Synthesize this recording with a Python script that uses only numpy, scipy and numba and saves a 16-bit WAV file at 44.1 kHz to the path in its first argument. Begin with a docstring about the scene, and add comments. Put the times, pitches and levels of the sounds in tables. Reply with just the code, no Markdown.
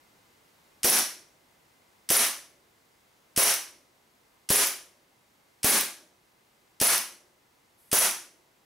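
"""Seven sharp shots from a gas blowback airsoft pistol, close by in a small, echoing room.
In each shot the hammer and valve click, gas bursts from the muzzle, the slide flies back, rings and
slams shut, and the trigger resets. The gas gets colder with every shot, so its whistle rises a little.
A fast limiter (an automatic volume control) flattens the blast and its echoes into one dense crash,
which dies away into quiet room air."""
import sys
import numpy as np
from scipy import signal
from scipy.fft import rfft, irfft
from scipy.io import wavfile
from scipy.ndimage import uniform_filter1d
from numba import njit

SR = 44100
rng = np.random.default_rng(int(sys.argv[2]) if len(sys.argv) > 2 else 0)


def int16_out(signal):
    """Quantize to a 16-bit WAV file."""
    q = np.round(np.clip(np.atleast_2d(signal).T, -1, 1) * 32767)
    wavfile.write(sys.argv[1], SR, q.astype(np.int16))


N = 381453

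# the shots: start_s, blast_db, puff_db, whistle_db, slam_delay_s, slam_db
SHOTS = [(0.8453, 0.5, -12.5, 2.5, 0.055, -10), (2.1037, 0, -10.5, -4.5, 0.064, -9.5),
         (3.3761, 0, -5, 0.5, 0.055, -8), (4.5037, 0.5, 0.5, -3, .0555, -6.5),
         (5.6449, 2.5, 0, -16.5, .0562, -12), (6.8146, .5, -5, -6, .0571, -9.5),
         (7.9292, 1, -4, -1, .0579, -7)]
# hammer and valve clicks before each blast: early_s, level_db, fade_s (time to fall by 60 dB)
ACTION_CLICKS = [(.0141, -21.5, 0.028), (0.012, -15, 0.011), (.0057, -17.5, 0.021), (0.0016, -12, 0.02)]
# the trigger snapping back after each shot: start_s, level_db
TRIGGER_RESETS = [(0.9887, -16), (2.2668, -18), (3.54, -17.5), (4.67, -17), (5.8096, -15.5), (6.979, -15.5),
                  (8.1099, -18)]
# ringing tones of the slide and barrel, and of the trigger spring: pitch_hz, level_db, fade_s
SLIDE_TONES = [(2140, -15.5, 0.016), (8440, -19, .02), (10080, -3.5, 0.026), (10360, -3, 0.022),
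               (10430, -2, 0.019), (11150, -4.5, .02), (12200, -15.5, 0.018)]
SPRING_TONES = [(12150, -18, .06), (14010, -5, .007), (14400, -12, .025), (14900, -4, .007)]
# tone colour of rushing gas, and of the valve's whistle with warm gas: pitch_hz, level_db
GAS_COLOUR = [(40, -31), (200, -0.5), (700, 0), (1500, -0.5), (3000, -2.5), (4600, -2.5), (5800, 0),
              (7400, -0.5), (9500, 5.5), (10300, 8.5), (11200, 5), (12500, 5.5), (14000, -4), (16000, 1.5)]
WHISTLE_COLOUR = [(2000, -41.5), (4800, -14.5), (5400, -4), (5680, 2), (5980, -4.5), (6600, -13),
                  (12000, -34)]
# tone colour of small clicks, and of the slide slamming shut: pitch_hz, level_db
CLICK_COLOUR = [(200, -26.5), (1200, -12.5), (2800, -2), (4200, -6.5), (5500, 3.5), (7200, -4.5),
                (9000, 4.5), (12500, -6), (15500, -14)]
CLACK_COLOUR = [(150, -9), (800, -6), (2000, 3.5), (4500, 0.5), (7500, 1.5), (10000, 10), (12500, 5),
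                (16000, -14.5)]
# tone colour of the room's echoes, and of the low boom that outlasts them: pitch_hz, level_db
ECHO_COLOUR = [(30, -15), (110, -11.5), (170, -4), (255, 4.5), (320, -0.5), (385, 7), (460, 3), (560, 6.5),
               (900, 2), (2000, 2.5), (5000, 2), (10000, -1), (16000, 3)]
BOOM_COLOUR = [(120, -24), (260, -8.5), (325, -2), (362, 2.5), (425, -10), (520, -5.5), (600, -3),
               (800, -14.5), (2000, -40.5), (8000, -60)]
# how long the echoes last: pitch_hz, fade_s
ECHO_FADE = [(100, 0.38), (250, 0.34), (400, 0.3), (630, 0.32), (1000, 0.4), (2200, 0.42), (5800, 0.41),
             (8000, 0.41), (11000, 0.34), (15000, 0.25)]
# tone colour of the room air, and of a faint whine: pitch_hz, level_db
AIR_COLOUR = [(15, -37), (25, -7.5), (113, -3.5), (340, -4.5), (368, -5), (509, -6), (552, -6.5), (598, -8),
              (919, -6), (1300, -10.5), (2060, -12), (3090, -14.5), (4150, -15), (15500, -21)]
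WHINE_COLOUR = [(1000, -41), (1900, -21.5), (2060, 4), (2230, -17), (4000, -41.5)]
# stereo width (side against mid) of the echoes, and of the room air: pitch_hz, side_db
ECHO_WIDTH = [(50, -18), (250, -19.5), (600, -11.5), (1500, -8.5), (4500, -7.5), (8000, -7.5),
              (12000, -19.5)]
AIR_WIDTH = [(60, -10), (110, -15.5), (200, -8.5), (380, -4), (700, -1), (1290, -0.5), (2380, -1),
             (4400, -5), (8120, -12), (15000, -30)]

TAIL = np.arange(int(.9 * SR)) / SR  # clock for echoes, in seconds
HIT = TAIL[:SR // 4]  # clock for short sounds
LEAD_S = .02  # time left for the clicks before each blast


def gas_blast(db, puff_db, vent_s, whistle, jet_db=5, spurt_db=2, squeal_db=6, bump_db=7, hiss_db=-7):
    """Gas bursts from the muzzle: a rough jet and one smooth puff of pressure."""
    out = undb(db + jet_db) * jet(length_s=.0028)
    out += undb(puff_db + bump_db) * swell(length_s=.0021) ** 2
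    # a second, whistling spurt follows the pellet
    squeal = undb(db + squeal_db) * crack(whistle, fade_s=.011)
    add(out, .0042, undb(db + spurt_db) * jet(length_s=.002) + squeal)
    # gas hisses out around the slide, and the cylinder pops like a short pipe as it opens
    out += undb(db + hiss_db) * crack(GAS_COLOUR, fade_s=.09)
    add(out, vent_s, np.sin(2 * np.pi * 520 * HIT) * swell(length_s=.0036))
    return out


def jet(length_s):
    """Swirling gas escapes for a moment."""
    return colour(burst(swell(length_s)), GAS_COLOUR)


def muzzle_beam(db, whistle_db, whistle, valve_db=-1):
    """The jet shoots on through a pellet speed meter into the room, tinted by the valve's whistle."""
    gas = burst(swell(length_s=.003))
    return undb(db) * (colour(gas, GAS_COLOUR) + undb(whistle_db + valve_db) * colour(gas, whistle))


def moving_parts(slam_s, slam_db, stop_db=-1, ring_db=15.5, clack_db=5.3, blows=3):
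    """Hammer and valve click; the slide rattles on its rear stop, then slams shut and bounces."""
    stop_s, rattle_gap_s = .021, .004
    bounce_gap_s, bounce_loss_db = .0047, 3.5
    out = np.zeros(len(HIT))
    for early_s, db, fade_s in ACTION_CLICKS:
        add(out, LEAD_S - early_s, undb(db) * crack(CLICK_COLOUR, fade_s))
    for k in range(blows):
        add(out, LEAD_S + stop_s + k * rattle_gap_s, undb(stop_db) * ring(SLIDE_TONES))
    for k in range(blows):
        blow = undb(ring_db) * ring(SLIDE_TONES) + undb(clack_db) * crack(CLACK_COLOUR, fade_s=.034)
        add(out, LEAD_S + slam_s + k * bounce_gap_s, undb(slam_db - k * bounce_loss_db) * blow)
    return out


def trigger(db, spring_db=4, tick_db=-3):
    """The trigger snaps forward: a tick and the ping of its spring."""
    ping = undb(spring_db) * ring(SPRING_TONES)
    tick = undb(tick_db) * crack(CLICK_COLOUR, fade_s=.03)
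    return undb(db) * (ping + tick)


def ring(tones, scatter_db=3, detune=.005):
    """Struck metal rings; each blow gives its tones slightly different strengths and pitches."""
    out = np.zeros(len(HIT))
    for hz, db, fade_s in tones:
        weaker, sharper, phase = rng.standard_normal(3)
        wave = np.sin(2 * np.pi * (hz * (1 + detune * sharper) * HIT + phase))
        out += undb(db - scatter_db * weaker) * fade(HIT, fade_s) * wave
    return out


def crack(spectrum, fade_s):
    """Sudden noise that dies fast, as when hard parts meet or gas spits out."""
    return colour(burst(fade(HIT, fade_s)), spectrum)


def room_echoes(sound, build_s=.0038):
    """Echoes pile up between near walls; their pattern changes as the gun shifts in the hand."""
    centres_hz = np.geomspace(100, 16000, 12)
    hz = np.fft.rfftfreq(len(TAIL), 1 / SR)
    noise = rfft(rng.standard_normal((2, len(TAIL))))
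    echoes = 0
    # each band of pitch fades at its own speed
    for centre, share in zip(centres_hz, np.eye(len(centres_hz))):
        band = irfft(noise * look_up(np.column_stack([centres_hz, share]), hz), len(TAIL))
        echoes = echoes + band * fade(TAIL, look_up(ECHO_FADE, centre))
    mid, side = (colour(channel, ECHO_COLOUR) for channel in echoes)
    response = spread(mid, side, ECHO_WIDTH) * (1 - np.exp(-TAIL / build_s))
    response /= np.sqrt(np.sum(response[0] ** 2))
    return signal.fftconvolve(sound[None], response, axes=1)


def room_boom(db=-45, fade_s=1.16):
    """The room's low tones hang on after a blast."""
    return undb(db) * steady_noise(len(TAIL), BOOM_COLOUR) * fade(TAIL, fade_s)


def faint_hiss(db=-62, start_s=7.77, end_s=7.92, rise_s=.03):
    """A faint high hiss, like seeping gas, just before the last shot."""
    t = np.arange(N) / SR
    hiss = steady_noise(N, [(2000, -25), (7000, -12), (10000, -2), (12300, 0), (14000, -16)])
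    return undb(db) * hiss * np.clip((t - start_s) / rise_s, 0, 1) * (t < end_s)


def room_air(db=-63.5, whine_db=-80):
    """Quiet, steady room air and microphone hiss, with a faint, fluttering whine."""
    mid, side = (steady_noise(N, AIR_COLOUR) for _ in range(2))
    whine = undb(whine_db) * steady_noise(N, WHINE_COLOUR)
    return undb(db) * spread(mid, side, AIR_WIDTH) + whine


def burst(envelope, passes=6):
    """Noise that follows a loudness shape, with its energy spread evenly from low to high."""
    noise = rng.standard_normal(len(HIT)) * envelope
    taper = np.abs(envelope) ** (1 / (2 * passes))
    for _ in range(passes):
        spectrum = rfft(noise)
        noise = irfft(spectrum / np.abs(spectrum), len(HIT)) * taper
    return unit(noise) * np.sqrt(np.mean(envelope ** 2))


def steady_noise(samples, spectrum):
    """Even noise with the given tone colour."""
    return unit(colour(rng.standard_normal(samples), spectrum))


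def swell(length_s):
    """One smooth opening and closing of a gas path."""
    return np.sin(np.pi * np.minimum(HIT / length_s, 1))


def fade(t, fade_s):
    """Die away by 60 dB every fade_s seconds."""
    return np.exp(-np.log(1000) * t / np.maximum(fade_s, 1e-4))


def undb(db):
    """Turn decibels into a multiplier."""
    return 10 ** (np.asarray(db) / 20)


def unit(x):
    """Scale to an average (rms) level of 1."""
    return x / np.sqrt(np.mean(x ** 2))


def look_up(table, hz):
    """A table's value at hz, with octaves evenly spaced between its rows."""
    pitches_hz, values = np.transpose(table)
    return np.interp(np.log(np.maximum(hz, 1)), np.log(pitches_hz), values)


def colour(x, spectrum, size=4096):
    """Give a sound a tone colour (a minimum-phase filter)."""
    gains = undb(look_up(spectrum, np.fft.rfftfreq(size, 1 / SR)))
    cepstrum = irfft(np.log(gains))
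    # fold the second half onto the first, so nothing rings before the sound starts
    cepstrum[1:size // 2] *= 2
    cepstrum[size // 2 + 1:] = 0
    response = irfft(np.exp(rfft(cepstrum)))
    return signal.fftconvolve(x, response)[:len(x)]


def add(track, start_s, sound):
    """Mix a sound into the track at start_s."""
    part = track[..., max(int(start_s * SR), 0):][..., :sound.shape[-1]]
    part += sound[..., :part.shape[-1]]


def spread(mid, side, width):
    """Sound from all around: left is mid plus side, right is mid minus side."""
    return mid + colour(side, width) * np.array([[1], [-1]])


def scene(beam_db=13, spill_db=-10, trigger_spill_db=-5, cooling_shots=2.5, whistle_rise=.055):
    """The gun fires straight ahead; the room answers its muzzle jet far more than its moving parts."""
    warm_vent_s, cold_lag_s = .006826, .0016  # cold gas leaves the cylinder later
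    out = room_air() + faint_hiss()
    for fired, (start_s, db, puff_db, whistle_db, slam_s, slam_db) in enumerate(SHOTS):
        reset_s, reset_db = TRIGGER_RESETS[fired]
        chill = 1 - np.exp(-fired / cooling_shots)  # 0 is warm, 1 is fully cold
        whistle = np.array(WHISTLE_COLOUR) * [1 + whistle_rise * chill, 1]
        near, snap = moving_parts(slam_s, slam_db), trigger(reset_db)
        add(near, LEAD_S, gas_blast(db, puff_db, warm_vent_s + cold_lag_s * chill, whistle))
        into_room = undb(spill_db) * near
        add(into_room, LEAD_S, undb(beam_db) * muzzle_beam(db, whistle_db, whistle))
        add(into_room, LEAD_S + reset_s - start_s, undb(trigger_spill_db) * snap)
        add(out, start_s - LEAD_S, near)
        add(out, reset_s, snap)
        add(out, start_s - LEAD_S, room_echoes(into_room))
        add(out, start_s, undb(db) * room_boom())
    return out


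@njit
def follow(x, rise, fall):
    """Track a level smoothly, with separate rise and fall rates per sample."""
    out, level = np.empty(len(x)), 0.
    for i in range(len(x)):
        level += (x[i] - level) * (rise if x[i] > level else fall)
        out[i] = level
    return out


def limiting_db(x, threshold_db=-16, attack_s=.00064, release_s=.0086, slope=.91):
    """How far the limiter turns both channels down; it looks a little ahead."""
    level = follow(np.abs(x).max(axis=0), 1 / (1 + attack_s * SR), 1 / (1 + release_s * SR))
    over_db = np.maximum(20 * np.log10(level + 1e-9) - threshold_db, 0)
    ahead = SR // 2000
    return slope * uniform_filter1d(np.roll(over_db, -ahead), ahead)


def record(dry, low_cuts_hz=(50, 62), memory_s=2.1, memory_depth=2.05, ceiling=.36, top_hz=15700):
    """Two slightly unequal microphones thin the bass; loud peaks are tamed and the top treble is cut."""
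    x = np.array([signal.sosfilt(signal.butter(1, hz, "high", fs=SR, output="sos"), channel)
                  for hz, channel in zip(low_cuts_hz, dry)])
    rate = 1 / (memory_s * SR)
    x = x * undb(-memory_depth * follow(limiting_db(x), rate, rate))  # volume stays down after a shot
    x = x * undb(-limiting_db(x))  # fast limiter
    x = ceiling * np.tanh(x / ceiling)  # soft overload
    return signal.sosfilt(signal.ellip(10, .2, 75, top_hz, fs=SR, output="sos"), x)


dry = scene()
out = record(dry)
int16_out(out)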